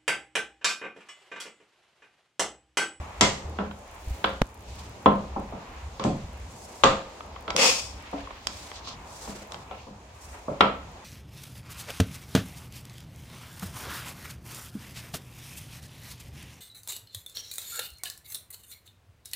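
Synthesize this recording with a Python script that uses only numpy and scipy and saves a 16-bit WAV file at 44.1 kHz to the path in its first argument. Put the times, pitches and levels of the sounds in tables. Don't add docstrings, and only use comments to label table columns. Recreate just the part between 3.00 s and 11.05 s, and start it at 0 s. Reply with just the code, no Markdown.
import sys
import numpy as np
from scipy import signal
from scipy.fft import rfft, irfft, next_fast_len
from scipy.io import wavfile
from scipy.ndimage import uniform_filter1d

SR = 44100
rng = np.random.default_rng(int(sys.argv[2]) if len(sys.argv) > 2 else 0)


def persist_wave(psi):
    counts = np.round(np.clip(psi, -1, 1) * 32767).astype(np.int16)
    wavfile.write(sys.argv[1], SR, np.atleast_2d(counts).T)


N = 354828
RING_SIZE, TICK_SIZE = 24576, 2048
MEDIUM_CONTACT_HZ = 4000


# t/s, level/dB, treble cut-off f/Hz, struck spot f/Hz, bounce spot f/Hz,
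# bass/dB, treble/dB, gate ring/dB, lever ring/dB
LEVER_HITS = [(0.2099, -18.5, 10200, 1980, 5440, 6.5, 8.5, -1.5, -1),
              (1.2419, -17, 3970, 1510, 3200, -4.5, 0, -7, -14.5),
              (2.0590, -9, 3850, 1040, 3050, 6, -13.5, -6.5, -26),
              (3.8357, -11.5, 4050, 1156, 7130, 0.5, 2.5, -3, -14),
              (7.6073, -9.3, 3560, 1280, 1300, -0.5, 1.5, -8, -13)]
def latch(bounce_s=0.0041):
    out = np.zeros((2, N))
    for s, db, cutoff_hz, spot_hz, bounce_hz, bass_db, treble_db, gate_db, lever_db in LEVER_HITS:
        add(out, s, undb(db) * blow(cutoff_hz, spot_hz, bass_db, treble_db, gate_db, lever_db))
        bounce = blow(max(cutoff_hz, bounce_hz), bounce_hz, bass_db - 15, treble_db - 0.5,
                      gate_db - 5, lever_db - 5)
        add(out, s + bounce_s, undb(db - 3.5) * bounce)
    return out


# f/Hz, level/dB
CRACK_TONE = [(50, -29), (200, -5), (550, -3.5), (1100, 3.5), (1800, -11), (3400, -7), (4600, -14.5),
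              (6000, -11), (9000, -19), (16000, -39)]
def blow(cutoff_hz, spot_hz, bass_db, treble_db, gate_db, lever_db):
    f = bins(RING_SIZE)
    contact = burst(decay_s=0.0037 * (MEDIUM_CONTACT_HZ / cutoff_hz) ** 0.56)
    crack = colour(stereo(contact, side_db=-0.5), causal(unit(undb(along(CRACK_TONE, f)))))
    bass, treble = 1 / (1 + (f / 380) ** 3), 1 / (1 + (1700 / f) ** 4)
    panel = undb(4.5) * crack + undb(gate_db) * gate_ring()
    panel = colour(panel, causal(undb(bass_db * bass + treble_db * treble)))
    lever = undb(lever_db) * lever_ring()
    spot = 1 + undb(2.0) * np.exp(-(np.log2(f / spot_hz) / 0.15) ** 2)
    dulling = undb(-27) + 1 / np.sqrt(1 + (f / cutoff_hz) ** 12)
    return colour(panel + lever, causal(spot * dulling))


# f/Hz, level/dB
GATE_TONE = [(50, -13.5), (120, -5), (190, 0), (350, -5), (550, 2), (1100, -4), (1350, -6), (1700, -11),
             (3300, -13.5), (4600, -16), (5700, -18.5), (8000, -17.5), (10000, -39), (16000, -39)]
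# f/Hz, ring time/s
GATE_RING_TIMES = [(100, 0.47), (1200, 0.35), (3000, 0.43), (7000, 0.42), (14000, 0.33)]
# f/Hz, level/dB, ring time/s
GATE_NOTES = [(184.3, -6.5, 0.24), (203, 1.5, 0.41), (297.3, 1, 0.27), (422.2, 2, 0.26), (536.7, 1.5, 0.45),
              (550, -9, 0.28), (621, -31, 0.28), (652, 1.5, 0.2), (750, -7, 0.31), (890, -27, 0.11),
              (988, 7, 0.24), (1046, -0.5, 0.34), (1217, -7, 0.45), (1327, 7, 0.22)]
def gate_ring(notes_db=-10, swell_s=0.007, patchy_db=2.5):
    t, f = np.arange(RING_SIZE) / SR, bins(RING_SIZE)
    groups_hz = np.geomspace(100, SR / 2, 260)
    favoured = unit(undb(patchy_db * np.interp(f, groups_hz, rng.standard_normal(len(groups_hz)))))
    spectrum = rfft(stereo_noise(RING_SIZE)) * unit(undb(along(GATE_TONE, f))) * favoured
    wash = 0
    for hz, band in split_bands(spectrum, f, centres_hz=125 * 4. ** np.arange(5)):
        wash = wash + band * fade(t, along(GATE_RING_TIMES, hz))
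    hz, db, ring_s = np.transpose(GATE_NOTES)
    return (wash + ringing(hz, db + notes_db, ring_s)) * (1 - np.exp(-t / swell_s))


# f/Hz, level/dB
LEVER_NOTES = [(2040, -1.5), (2100, -4.5), (2270, -1.5), (2770, -7), (3170, 4), (3400, 3), (3900, 1),
               (4650, 2), (5410, 4), (5750, -1), (6670, 2), (7400, 4.5), (7580, -7)]
def lever_ring(detune=0.00288, clang_db=12.0, clang_s=0.0028):
    hz, db = np.transpose(LEVER_NOTES + LEVER_NOTES)
    detuned_hz = hz * (1 + detune * rng.standard_normal(len(hz)))
    clang = 1 + undb(clang_db) * np.exp(-np.arange(RING_SIZE) / SR / clang_s)
    return ringing(detuned_hz, db - 16.5, ring_s=0.32) * clang


# f/Hz, level/dB
SCRAPE_TONE = [(59, -47), (100, -35), (119, -26), (266, -5.5), (328, -17.5), (524, 1), (595, -7),
               (1200, -5), (1550, -13), (2520, -5), (3780, -11), (5300, -9.5), (8280, -19.5), (16000, -37)]
# f/Hz, width/Hz, level/dB
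SCRAPE_PEAKS = [(2570, 120, 0), (3336, 15, 9), (4630, 220, -2), (5060, 59, 4.5), (5500, 180, 3),
                (6750, 330, 5), (7750, 48, 4), (8130, 180, 9)]
def scrape(start_s=4.558, rise_s=0.061, hold_s=0.055, fall_db_per_s=144, ring_s=0.3):
    f = bins(N)
    slips = rng.standard_normal((2, N))
    slips *= np.repeat(undb(0.5 * rng.standard_normal(N // 32 + 1)), 32)[:N]
    slips *= undb(1.1 * wander(130))
    peaks = 1 + sum(undb(db) / (1 + (2 * (f - hz) / width) ** 2) for hz, width, db in SCRAPE_PEAKS)
    steel = unit(colour(stereo(slips), undb(along(SCRAPE_TONE, f)) * peaks))
    treble = colour(steel, 1 / (1 + (3500 / f) ** 4))
    age = np.clip(np.arange(N) / SR - start_s, 0, 1)
    fall_db = fall_db_per_s * np.maximum(age - rise_s - hold_s, 0)
    strength = np.minimum(age / rise_s, 1) * undb(-20 - fall_db)
    brightness = undb(-1.5 + 27.5 * age)
    slide = (treble * brightness + (steel - treble) / brightness) * strength
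    tail = unit(rng.standard_normal((2, RING_SIZE)) * fade(np.arange(RING_SIZE) / SR, ring_s))
    ring = signal.fftconvolve(slide, tail / np.sqrt(RING_SIZE), axes=1)[:, :N]
    return (undb(2) * slide + undb(-6) * ring) * undb([[.9], [-.9]])


# t/s, level/dB, treble cut-off f/Hz, struck spot f/Hz, bass/dB
GATE_THUDS = [(.587, -25, 3220, 1560, 7.5), (2.3612, -29, 1250, 815, 10), (2.5235, -38, 1600, 690, 14),
              (2.9962, -30.5, 5670, 1140, 8), (3.039, -29.5, 8700, 580, 0), (3.047, -26.5, 970, 716, 16.5),
              (3.064, -28.5, 736, 147, 17), (4.479, -28, 4250, 1400, -8), (4.545, -28.5, 770, 497, 2.5),
              (5.129, -29.5, 1190, 690, -0.5), (5.873, -39, 6050, 1130, -14), (6.275, -39, 2970, 210, 10.5),
              (6.7107, -35, 3730, 730, -8), (6.868, -46, 1210, 510, 15), (7.481, -28.5, 1420, 606, 8.5)]
def thuds(db_per_octave=6):
    out = np.zeros((2, N))
    for s, db, cutoff_hz, spot_hz, bass_db in GATE_THUDS:
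        treble_db = -3 + db_per_octave * np.log2(cutoff_hz / MEDIUM_CONTACT_HZ)
        thud = blow(cutoff_hz, spot_hz, bass_db, treble_db, gate_db=-3.5, lever_db=-18.5)
        add(out, s, undb(db) * thud)
    return out


# t/s, level/dB, treble cut-off f/Hz
PIN_CLICKS = [(.711, -38, 3900), (4.206, -37, 3400), (4.3606, -37.5, 3100), (4.5037, -26, 5900),
              (4.5637, -23, 14700), (5.272, -38.5, 2870), (5.306, -36.5, 2950), (5.47, -27, 13600),
              (5.7149, -38, 5000), (6.5203, -40, 10400), (6.543, -35.5, 4800)]
def clicks(db_per_octave=5.5):
    out = np.zeros((2, N))
    for s, db, cutoff_hz in PIN_CLICKS:
        treble_db = 0.5 + db_per_octave * np.log2(cutoff_hz / MEDIUM_CONTACT_HZ)
        spot_hz, bass_db = 0.375 * cutoff_hz, treble_db - 7.5
        add(out, s, undb(db) * blow(cutoff_hz, spot_hz, bass_db, treble_db, gate_db=-16, lever_db=-14.5))
    return out


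# the hand on the phone, and the hollow ring of a thud at 5.14 s.
# t/s, level/dB, f/Hz, decay/s
LOW_BUMPS = [(.0, -25.5, 74.4, 0.024), (.45, -29.5, 76, 0.14), (1.073, -23.5, 63.4, 0.028),
             (1.107, -21.5, 61, 0.024), (1.4154, -8, 192, 0.0017), (1.419, -14.5, 50, 0.01),
             (3.241, -28, 74.4, 0.023), (5.14, -29, 281.6, 0.048)]
# f/Hz, level/dB
KNOCK_TONE = [(40, -8), (250, -0.5), (700, -10), (1300, -15), (3000, -23), (6000, -33.5), (16000, -54)]
def bumps_and_knock(rise_s=0.0011, knock_s=1.4172, knock_db=-6.5):
    out, t = np.zeros((2, N)), np.arange(RING_SIZE) / SR
    for s, db, hz, decay_s in LOW_BUMPS:
        envelope = np.exp(-t / decay_s) * (1 - np.exp(-t / rise_s))
        add(out, s, undb(db) * np.sin(2 * np.pi * hz * t) * envelope)
    case = causal(unit(undb(along(KNOCK_TONE, bins(RING_SIZE)))))
    add(out, knock_s, undb(knock_db) * colour(stereo(burst(decay_s=0.0025)), case))
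    return out


# middle t/s, half length/s, level/dB, centre f/Hz, width/octaves
CLOTH_STROKES = [(0.499, 0.074, -44.5, 440, 0.88), (1.138, 0.11, -55.5, 8500, 1.5),
                 (1.799, 0.11, -53, 3700, 1.05), (3.723, 0.55, -53, 7100, .66),
                 (5.202, 0.44, -49.5, 1940, 0.88), (5.606, .09, -46.5, 4700, 0.97),
                 (5.767, 0.023, -43.5, 4170, 0.57), (5.892, 0.032, -41, 4000, 0.51),
                 (6.252, 0.13, -47, 6300, 0.75), (6.341, 0.095, -46.5, 330, 2.05),
                 (6.577, 0.054, -55, 3500, 1), (6.763, .058, -53.5, 2540, 0.22),
                 (7.287, .088, -53.5, 7140, .67), (7.358, 0.027, -46.5, 835, 1)]
def cloth(rough_db=2.05):
    out, f = np.zeros((2, N)), bins(RING_SIZE)
    t = (np.arange(RING_SIZE) - RING_SIZE / 2) / SR
    soft_top = undb(-6 / (1 + (8800 / f) ** 16))
    for s, half_s, db, hz, octaves in CLOTH_STROKES:
        band = np.exp(-(np.log2(f / hz) / octaves) ** 2 / 2)
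        hiss = unit(colour(stereo_noise(RING_SIZE), band * soft_top))
        swell = np.exp(-(t / half_s) ** 2 / 2) * signal.windows.tukey(RING_SIZE)
        add(out, s + t[0], undb(db) * hiss * swell)
    return out * undb(rough_db * wander(90))


def ticks(db, spread_db, low_hz, decay_s, count, from_s=0, to_s=N / SR):
    out, f = np.zeros((2, N)), bins(TICK_SIZE)
    for when, strength, pitch in rng.random((count, 3)):
        band = unit(np.exp(-np.log2(f / (low_hz * 2 ** pitch)) ** 2))
        tick = colour(burst(decay_s, TICK_SIZE), causal(band))
        add(out, from_s + when * (to_s - from_s), undb(db + spread_db * strength ** 2) * tick)
    return out


# f/Hz, level/dB
TOWN_TONE = [(15, -62), (25, -14), (64, 4), (161, -11), (195, -10.5), (335, -15.5), (531, -12), (962, -10),
             (1480, -20.5), (2480, -21), (2990, -24.5), (6050, -30), (6740, -27.5), (8830, -38.5),
             (16000, -48.5)]
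# t/s, level/dB
RUMBLE_LEVELS = [(3.5, -1), (4.2, -4)]
LULL_TIMES = [0.76, 1.51, 7.08]
def town(flicker_db=2.0, rumble_db=4.5, fall_db_per_s=0.24, lull_db=-4, lull_half_s=0.16):
    t, f, out = np.arange(N) / SR, bins(N), 0
    spectrum = rfft(stereo_noise(next_fast_len(N, True))) * unit(undb(along(TOWN_TONE, f)))
    for hz, band in split_bands(spectrum, f, centres_hz=35 * 2. ** np.arange(10)):
        if hz < 200:
            waver_db = np.interp(t, *np.transpose(RUMBLE_LEVELS)) + rumble_db * wander(12)
        else:
            waver_db = flicker_db * wander(12)
        out = out + band[:, :N] * undb(waver_db)
    lulls = sum(np.exp(-((t - s) / lull_half_s) ** 2 / 2) for s in LULL_TIMES)
    return out * undb(-42.5 - fall_db_per_s * t + lull_db * lulls)


# f/Hz, level/dB (unshared against shared sound)
STEREO_WIDTH = [(60, -43), (160, -21.5), (350, -14.5), (700, -5), (1400, -1.5), (3000, -0.5), (8000, 6)]
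def stereo(pair, side_db=0):
    side = undb(np.minimum(along(STEREO_WIDTH, bins(pair.shape[-1])) + side_db, 0))
    shared = 1 / np.sqrt(1 + side ** 2)
    return colour(pair[0], shared) + np.array([[1], [-1]]) * colour(pair[1], side * shared)


def stereo_noise(size):
    return stereo(rng.standard_normal((2, size)))


def ringing(hz, db, ring_s):
    strength, phase, spread = rng.standard_normal((len(hz), 3)).T
    poles = 2j * np.pi * hz / SR - np.log(1000) / (ring_s * SR)
    block_starts = np.exp(np.outer(np.arange(0, RING_SIZE, 128), poles))
    within_block = np.exp(np.outer(poles, np.arange(128)))
    lag = np.array([[1], [-1]]) * spread * undb(along(STEREO_WIDTH, hz))
    drive = undb(db + 2 * strength) * np.exp(1j * (2 * np.pi * phase + lag))
    return ((drive[:, None] * block_starts) @ within_block).imag.reshape(2, -1)


def burst(decay_s, size=RING_SIZE):
    age = np.arange(size) / SR / decay_s
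    envelope = np.exp(-np.minimum(age, 60)) * (1 - np.exp(-6 * age))
    spectrum = rfft(rng.standard_normal((2, size)) * envelope)
    even = irfft(spectrum / np.abs(spectrum)) * np.sqrt(envelope)
    return unit(even) * np.sqrt(np.mean(np.exp(-2 * age)))


def split_bands(spectrum, f, centres_hz):
    for hz, share in zip(centres_hz, np.eye(len(centres_hz))):
        yield hz, irfft(spectrum * np.interp(np.log(f), np.log(centres_hz), share))


def fade(t, ring_s):
    return np.exp(-np.log(1000) * t / ring_s)


def wander(rate_hz):
    step = int(SR / rate_hz)
    stairs = np.repeat(rng.standard_normal(N // step + 1), step)
    return unit(uniform_filter1d(uniform_filter1d(stairs, step), step)[:N])


def undb(db):
    return np.exp(np.asarray(db) * (np.log(10) / 20))


def bins(size):
    return np.maximum(np.fft.rfftfreq(next_fast_len(size, True), 1 / SR), 1)


def along(table, hz):
    f, value = np.transpose(table)
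    return np.interp(np.log(hz), np.log(f), value)


def colour(x, gain):
    size = next_fast_len(x.shape[-1], True)
    return irfft(rfft(x, size) * gain, size)[..., :x.shape[-1]]


def causal(gain):
    cepstrum = irfft(np.log(gain + 1e-7))
    half = len(cepstrum) // 2
    cepstrum[1:half] *= 2
    cepstrum[half + 1:] = 0
    return np.exp(rfft(cepstrum))


def unit(x):
    return x / np.sqrt(np.mean(np.abs(x) ** 2))


def add(out, s, sound):
    i = int(np.clip(s * SR, 0, N - 1))
    out[:, i:i + sound.shape[-1]] += sound[..., :N - i]


def scene():
    metal = latch() + thuds() + clicks() + scrape()
    glove_crackle = ticks(db=-58, spread_db=15.5, low_hz=6560, decay_s=0.0012, count=80,
                          from_s=0.85, to_s=1.9)
    bright_ticks = ticks(db=-60, spread_db=14, low_hz=7000, decay_s=0.0016, count=70)
    linkage_fidget = ticks(db=-55, spread_db=8, low_hz=1220, decay_s=0.0048, count=40)
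    return metal + glove_crackle + bright_ticks + linkage_fidget + cloth() + bumps_and_knock() + town()


def record(dry, top_hz=16100):
    return signal.sosfilt(signal.ellip(8, .2, 70, top_hz, fs=SR, output="sos"), np.clip(dry, -1, 1))


dry = scene()
out = record(dry)
persist_wave(out)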